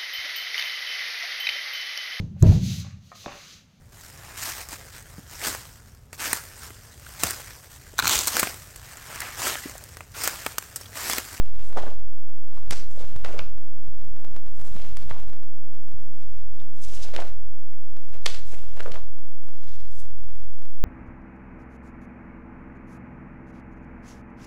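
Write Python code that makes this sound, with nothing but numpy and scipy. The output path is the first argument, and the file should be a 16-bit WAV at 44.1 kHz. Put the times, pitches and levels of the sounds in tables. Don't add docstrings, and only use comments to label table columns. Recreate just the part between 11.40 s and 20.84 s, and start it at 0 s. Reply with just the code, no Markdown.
import sys
import numpy as np
from scipy import signal
from scipy.fft import rfft, irfft
from scipy.io import wavfile
from scipy.ndimage import uniform_filter1d

SR = 44100
rng = np.random.default_rng(int(sys.argv[2]) if len(sys.argv) > 2 else 0)


def inscribe(sig):
    pcm = np.round(np.clip(np.atleast_2d(sig).T, -1, 1) * 32767)
    wavfile.write(sys.argv[1], SR, pcm.astype(np.int16))


N = 416304
TIME = np.arange(N) / SR

# f/Hz, rms level/dB
HUM_LINES = [(59.94, -77.5), (119.88, -60.5), (179.82, -67.5), (299.7, -73), (419.6, -80)]
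WHINE_LINES = [(15734, -81)]
# t/s, gain/dB
HUM_SWELL_CURVE = [(1.3, -13), (2.2, 0.5), (3.4, 5.5), (4.5, 1.5), (6.3, -2), (7.6, -5.5), (9.4, 1)]
# t/s, level/dB
RUMBLE_LEVEL = [(0, -48), (1.0, -54.5), (1.35, -46), (2.0, -46.5), (2.3, -53), (3.3, -43.5), (3.85, -46.5),
                (4.15, -58.5), (4.5, -47.5), (4.8, -58), (5.8, -49), (6.3, -60), (6.8, -50.5), (8.0, -52),
                (8.7, -50.5), (9.4, -51.5)]
# f/Hz, density/dB per Hz
HISS_SPECTRUM = [(60, -3.5), (250, 18.5), (520, 20.5), (1000, 10), (2200, 8.5), (4000, 5.5), (9000, 5),
                 (16000, 3)]
RUMBLE_SPECTRUM = [(15, 5.5), (35, 9), (70, -3), (120, -6), (190, -9), (270, -28.5), (600, -40.5)]
# t/s, peak level/dB
SET_TICKS = [(.1949, -31.5), (.3281, -28.5), (.8956, -37.5), (1.7632, -25.5), (1.981, -27), (2.1794, -35),
             (2.6129, -35), (2.7631, -34), (2.8478, -28.5), (2.9642, -25.5), (3.215, -29.5), (3.365, -26.5),
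             (3.7825, -32), (3.899, -32.5), (3.9325, -30), (3.966, -35), (4.033, -34.5), (4.35, -37),
             (4.483, -36.5), (5.2173, -33), (6.5683, -31.5), (7.1535, -43), (7.785, -36.5), (8.0873, -34),
             (8.655, -35.5), (9.2216, -33), (9.2554, -34.5)]
TICK_HZ, FIRST_TICK_S = 59.9315, 0.01126
USUAL_RUMBLE_DB, USUAL_TICK_DB = -51.5, -44.5
TICK_SLOPE = 0.9

# f/Hz, rms level/dB
DRONE_LINES = [(43.07, -48), (86.13, -50)]
# start t/s, end t/s
DRONE_TIMES = [(0, .71), (1.17, 1.67), (1.74, 2.19), (3.17, 3.93), (4.83, 5.17), (5.42, 6.13), (6.68, 7.73),
               (8.23, 9.16)]

# t/s of greatest speed, build-up/s,
# level/dB and resonance f/Hz of flapping cloth, level/dB and resonance f/Hz of cloth rubbing on cloth
MOVEMENTS = [(.01, 0.18, -66, 550, -64.5, 2960), (.21, .052, -69, 500, -60, 3000),
             (.31, 0.045, -50, 560, -62, 2200), (0.386, .023, -37.5, 680, -47, 3400),
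             (.46, 0.066, -41, 690, -53, 3300), (1.175, 0.056, -58.5, 940, -59, 1500),
             (1.328, 0.015, -44, 250, -36.5, 6000), (1.38, 0.049, -52.5, 446, -49.5, 5500),
             (1.617, .045, -47, 574, -52.5, 3520), (1.76, 0.087, -59.5, 547, -59.5, 3040),
             (1.885, 0.034, -44.5, 600, -50.5, 2400), (1.975, 0.054, -44, 530, -53.5, 2400),
             (3.22, 0.078, -61.5, 450, -71, 2000), (3.42, 0.091, -55.5, 620, -52, 3030),
             (3.6, 0.051, -76, 600, -61, 3500), (3.75, 0.094, -53, 990, -56, 3000),
             (4.815, 0.015, -69, 600, -62, 2600), (4.93, 0.15, -72, 595, -65.5, 2370),
             (5.49, 0.086, -62.5, 450, -56.5, 3540), (5.626, 0.082, -51, 583, -51.5, 3020),
             (5.795, .047, -39, 720, -48, 2000), (5.89, 0.06, -57.5, 650, -61.5, 1810),
             (6.66, 0.13, -70, 553, -69.5, 2480), (6.748, 0.019, -57, 566, -53.5, 2380),
             (6.884, 0.018, -58, 450, -40.5, 4200), (6.93, 0.055, -54, 560, -45, 4200),
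             (7.135, 0.038, -50, 667, -51, 2434), (7.28, 0.21, -67, 600, -63, 3000),
             (7.44, .066, -45, 470, -61, 1500), (7.556, 0.047, -53, 520, -56.5, 3470),
             (8.33, .17, -87, 600, -61, 4500), (9.0, 0.13, -67.5, 534, -68, 2500)]
# f/Hz, density/dB per Hz
FLAP_SPECTRUM = [(120, -17), (270, -3.5), (430, -3.5), (680, -5), (900, -10.5), (1500, -12.5), (3500, -43)]
RUB_SPECTRUM = [(700, 0.5), (1400, 1), (2300, 3), (3400, 0), (5500, -2), (8500, -5), (11000, -19),
                (15000, -42)]
SETTLE_RATIO = 1.01
SPEED_ROUNDNESS = 1.63
REST_FLAP_DB, REST_RUB_DB = -79, -79

# f/Hz, density/dB per Hz
HALL_SPECTRUM = [(100, -27), (300, 2), (520, 0.5), (700, -3.5), (1100, 2), (2300, -5), (4400, 0), (7000, 0),
                 (10500, -2.5), (12500, -1.5), (15500, 5.5)]

# start t/s, end t/s, level/dB, resonance f/Hz of the hiss
SOLE_SLIDES = [(0.223, 0.307, -58.5, 8170), (1.474, 1.69, -61.5, 7000), (3.146, 3.38, -60.5, 7500),
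               (5.359, 5.459, -57.5, 8200), (5.416, 5.556, -53, 6170), (5.512, 5.672, -53, 5600),
               (7.05, 7.193, -58, 7000), (7.194, 7.6, -68.5, 8300), (8.49, 8.635, -59, 7760)]
# f/Hz, density/dB per Hz
SOLE_SPECTRUM = [(1500, -17), (3300, 1), (6000, 2), (10500, -1), (12000, -7), (15500, -20)]

# t/s, level/dB, half the time from centre to 1/e of the swell/ms, centre f/Hz,
# relative spectral spread [scaled by width], puff of air against the crack before radiation/dB
CLOTH_SNAPS = [(0.3641, -34, 2, 560, .6, -4), (.371, -25.5, 0.96, 680, 0.39, -9),
               (.3794, -26, 1.06, 700, 0.47, -20), (0.3844, -29, 2.3, 720, 0.91, -20),
               (.393, -41, 3, 1700, 0.66, 3), (.435, -34.5, 3, 700, 0.8, -4),
               (1.1743, -43.5, 0.84, 1040, .6, -20), (1.3099, -26, 1.55, 5650, 2.1, -15),
               (1.577, -41.5, 1.7, 565, 0.19, -16), (1.8486, -30.5, 1.7, 1420, 1.13, -1),
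               (1.858, -38.5, 2.4, 1830, .94, 1), (1.8619, -33, 1, 900, 1.3, -20),
               (1.944, -40.5, 6.2, 540, 0.46, -8), (1.991, -33.5, .55, 4870, 0.34, -30),
               (1.993, -27.5, 0.82, 2540, 0.26, -7), (1.9937, -32, 1, 1340, 0.3, -1),
               (2.001, -37, 1.4, 730, 1, -20), (3.5707, -34, 0.47, 4640, 1.7, -25),
               (3.698, -45.5, 2, 2230, 1.7, -4), (3.706, -44, 1.2, 2800, 1.3, 1),
               (3.712, -31.5, 1.46, 900, .85, -21), (5.202, -49.5, .89, 3440, 0.35, -35),
               (5.635, -42.5, 8.8, 5040, 0.59, -15), (5.74, -35.5, 2.2, 2060, 1.4, 8),
               (5.7499, -34, .9, 2470, .92, 6), (5.7639, -26, 1, 2830, 0.78, 1),
               (5.783, -35.5, 1.7, 2040, 0.66, 7), (5.7902, -25.5, 0.97, 745, .65, -17),
               (5.8036, -35, 1.6, 3050, 0.95, 8), (5.822, -37.5, 1.9, 1470, 1.1, -3),
               (6.3348, -52, 0.76, 2070, 0.22, -35), (6.752, -48, 2.8, 620, 0.92, -15),
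               (6.8613, -21.5, 1.46, 3240, 1.35, -13), (6.864, -18, 1.05, 3460, 0.65, -6.5),
               (7.374, -43.5, 2.9, 695, 1.4, -18), (7.398, -40, 3, 1480, 1.1, -10),
               (7.406, -30.3, 1.4, 1670, .93, 0.5), (7.431, -46, 2.2, 5560, 0.56, 2),
               (7.462, -30, 1.95, 1300, 0.49, 9), (7.481, -32, 1.2, 550, 1.5, 7),
               (7.499, -41, 2.5, 520, 0.76, -2), (7.5199, -38.5, 1.4, 3160, 0.85, -30),
               (7.5435, -39.5, 2, 1780, 1.2, 5), (7.5577, -37.5, 2.1, 990, 1, -18)]

# t/s, level/dB, mid-glide f/Hz
THUMPS = [(0.472, -38, 109), (1.286, -34, 63.6), (1.306, -29.5, 131), (1.632, -31.5, 59.7),
          (1.756, -32.5, 102), (1.84, -30, 64.5), (1.986, -32.5, 70), (2.481, -32, 60.3),
          (3.353, -35.5, 186), (3.57, -45, 50), (3.65, -31.5, 55.3), (3.708, -30.5, 91), (4.54, -34, 90),
          (5.785, -38, 70), (6.859, -36.5, 125), (7.511, -37, 133)]

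TOP_HZ = 15900


def undb(db):
    return 10 ** (np.asarray(db) / 20)


def unit(x):
    return x / np.sqrt(np.mean(x ** 2))


def colour(x, spectrum):
    hz, db = np.transpose(spectrum)
    f = np.fft.rfftfreq(len(x), 1 / SR) + 1
    gain = undb(np.interp(np.log(f), np.log(hz), db))
    return unit(irfft(rfft(x) * gain, len(x)))


def resonate(x, hz, boost_db, octaves):
    f = np.fft.rfftfreq(len(x), 1 / SR) + 1
    peak = np.exp(-(np.log2(f / hz) / octaves) ** 2)
    return unit(irfft(rfft(x) * undb(boost_db * peak), len(x)))


def walk(rate):
    hold = max(int(SR / rate), 1)
    steps = np.repeat(rng.standard_normal(N // hold + 1), hold)
    return unit(uniform_filter1d(steps, hold)[:N])


def add(track, s, sound):
    i = max(int(s * SR), 0)
    track[i:i + len(sound)] += sound[:max(N - i, 0)]


def tones(lines):
    total = np.zeros(N)
    for hz, db in lines:
        total += np.sqrt(2) * undb(db) * np.sin(2 * np.pi * (hz * TIME + rng.random()))
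    return total


def ticks(tick_db, scatter_db=7.0, most_db=6, rise_s=0.00002, decay_s=0.00028,
          sag_db=-16, sag_s=0.0027, positive=0.75):
    at = (np.arange(FIRST_TICK_S, TIME[-1], 1 / TICK_HZ) * SR).astype(int)
    scatter = np.minimum(scatter_db * rng.standard_normal(len(at)), most_db)
    size = undb(tick_db[at] + scatter)
    for s, db in SET_TICKS:
        nearest = np.argmin(np.abs(TIME[at] - s))
        size[nearest] = undb(db)
    sign = np.where(rng.random(len(at)) < positive, 1, -1)
    spikes = np.zeros(N)
    spikes[at] = size * sign
    t = TIME[:SR // 64]
    discharge = np.exp(-t / decay_s) + undb(sag_db) * np.exp(-t / sag_s)
    shape = (1 - np.exp(-t / rise_s)) * discharge
    return signal.fftconvolve(spikes, shape / shape.max())[:N]


def tape(hiss_db=-65.5, hum_waver_db=2.5, whine_waver_db=4, lump_db=3):
    hum_db = np.interp(TIME, *np.transpose(HUM_SWELL_CURVE)) + hum_waver_db * walk(9)
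    hum = tones(HUM_LINES) * undb(hum_db)
    whine = tones(WHINE_LINES) * undb(whine_waver_db * walk(60))
    hiss = colour(rng.standard_normal(N), HISS_SPECTRUM) * undb(hiss_db)
    rumble_db = np.interp(TIME, *np.transpose(RUMBLE_LEVEL))
    lumps = rng.standard_normal(N) * undb(lump_db * walk(22))
    rumble = colour(lumps, RUMBLE_SPECTRUM) * undb(rumble_db)
    tick_db = USUAL_TICK_DB + TICK_SLOPE * (rumble_db - USUAL_RUMBLE_DB)
    return hum + whine + hiss + rumble + ticks(tick_db)


def drone(fade_s=0.026):
    gate = np.zeros(N)
    for start, end in DRONE_TIMES:
        gate += np.clip(np.minimum(TIME - start, end - TIME) / fade_s, 0, 1)
    return gate * tones(DRONE_LINES)


def friction(spectrum, catch_hz, catch_db, fold_hz, fold_db):
    bunching = undb(catch_db * walk(catch_hz) + fold_db * walk(fold_hz))
    return colour(rng.standard_normal(N) * bunching, spectrum)


def speed(t, build_s):
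    time_scale = build_s * np.where(t < 0, 1, SETTLE_RATIO)
    return np.exp(-np.abs(t / time_scale) ** SPEED_ROUNDNESS)


def suit():
    flap = friction(FLAP_SPECTRUM, catch_hz=198.9, catch_db=5.0, fold_hz=44.6, fold_db=0.0)
    rub = friction(RUB_SPECTRUM, catch_hz=595.6, catch_db=3.0, fold_hz=59.7, fold_db=1.9)
    out = undb(REST_FLAP_DB) * flap + undb(REST_RUB_DB) * rub
    for peak_s, build_s, flap_db, flap_hz, rub_db, rub_hz in MOVEMENTS:
        near = np.abs(TIME - peak_s) < 5 * build_s
        flapping = undb(flap_db) * resonate(flap[near], flap_hz, boost_db=4.5, octaves=0.38)
        rubbing = undb(rub_db) * resonate(rub[near], rub_hz, boost_db=4.5, octaves=0.45)
        out[near] += speed(TIME[near] - peak_s, build_s) * (flapping + rubbing)
    return out


def hall(x, wet_db=-6, gap_s=0.0093, early_db=-5, low_t60=0.35, high_t60=0.38):
    t = TIME[:SR]
    scatter = colour(rng.standard_normal(len(t)), HALL_SPECTRUM)
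    low = signal.sosfilt(signal.butter(2, 2500, fs=SR, output="sos"), scatter)
    high = signal.sosfilt(signal.butter(2, 2500, "high", fs=SR, output="sos"), scatter)
    low_tail = low * np.exp(-np.log(1000) * t / low_t60)
    high_tail = high * np.exp(-np.log(1000) * t / high_t60)
    tail = (low_tail - high_tail) * np.where(t < gap_s, undb(early_db), 1)
    tail = tail / np.sqrt(np.sum(tail ** 2))
    return undb(wet_db) * signal.fftconvolve(x, tail)[:N]


def slides(arch=0.39):
    out = np.zeros(N)
    skin = friction(SOLE_SPECTRUM, catch_hz=378, catch_db=1.5, fold_hz=45.26, fold_db=3.5)
    for start, end, db, hz in SOLE_SLIDES:
        during = (TIME > start) & (TIME < end)
        path = 2 * (TIME[during] - start) / (end - start) - 1
        pace = 1 - path ** 2
        hissing = resonate(skin[during], hz, boost_db=6, octaves=0.54)
        out[during] += undb(db) * pace ** arch * hissing
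    return out


def burst(magnitude, swell, count, evenness=0.48):
    x = irfft(magnitude * np.exp(2j * np.pi * rng.random(len(magnitude))))
    for _ in range(count):
        phase = np.angle(rfft(x * swell))
        x = irfft(magnitude * np.exp(1j * phase))
    envelope = np.abs(signal.hilbert(x)) + 1e-12
    x = swell * x / envelope ** evenness
    return x * np.sqrt(np.sum(swell ** 2) / np.sum(x ** 2))


def snaps(skirt=1.85, width=1.69, puff_hz=520, puff_octaves=0.4, weave_hz=11300, panel_hz=330,
          squareness=2.5, sleeve_hz=1220, sleeve_db=2.5, sleeve_around_db=2):
    ahead, around = np.zeros(N), np.zeros(N)
    t = (np.arange(2048) - 1024) / SR
    f = np.fft.rfftfreq(len(t), 1 / SR) + 1
    puff = np.exp(-(np.log2(f / puff_hz) / puff_octaves) ** 2)
    radiation = 1 / np.sqrt(f * (1 + (f / weave_hz) ** 10) * (1 + (panel_hz / f) ** 6))
    for s, db, half_ms, hz, spread, puff_db in CLOTH_SNAPS:
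        crack = (1 + (np.log2(f / hz) / (width * spread)) ** 2) ** -skirt
        spectrum = (crack + undb(puff_db) * puff) * radiation
        sleeve = np.cos(2 * np.pi * (f - hz) / sleeve_hz)
        swell = np.exp(-np.abs(t / (2 * half_ms / 1000)) ** squareness)
        snap = undb(db) * burst(spectrum * undb(sleeve_db * sleeve), swell, count=1)
        add(ahead, s + t[0], snap)
        smooth = np.fft.fftshift(irfft(spectrum * undb(sleeve_around_db * sleeve)))
        add(around, s + t[0], np.std(snap) * unit(smooth))
    return ahead, around


def thumps(rise_s=0.0022, cycles=0.77, sag=0.12, knock_db=-13, knock_hz=175, knock_s=0.0097):
    out, t = np.zeros(N), TIME[:SR // 5]
    for s, db, hz in THUMPS:
        fade = np.exp(-t * hz / cycles)
        phase = 2 * np.pi * hz * np.cumsum(1 + sag * (fade - 0.5)) / SR
        push = 1 - np.exp(-t / rise_s)
        knock = undb(knock_db) * np.sin(2 * np.pi * knock_hz * t) * np.exp(-t / knock_s)
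        thump = push * (np.sin(phase) * fade + knock)
        add(out, s, undb(db) * thump / np.max(push * fade))
    return out


def scene():
    noise = tape() + drone()
    steady_aim = suit() + slides() + thumps()
    ahead, around = snaps()
    stage = steady_aim + ahead + hall(steady_aim + around)
    return (noise + stage)[None]


def record(dry):
    offset = 0.3496
    top_cut = signal.ellip(10, 0.1, 70, TOP_HZ, fs=SR, output="sos")
    return signal.sosfilt(top_cut, dry) + offset


dry = scene()
out = record(dry)
inscribe(out)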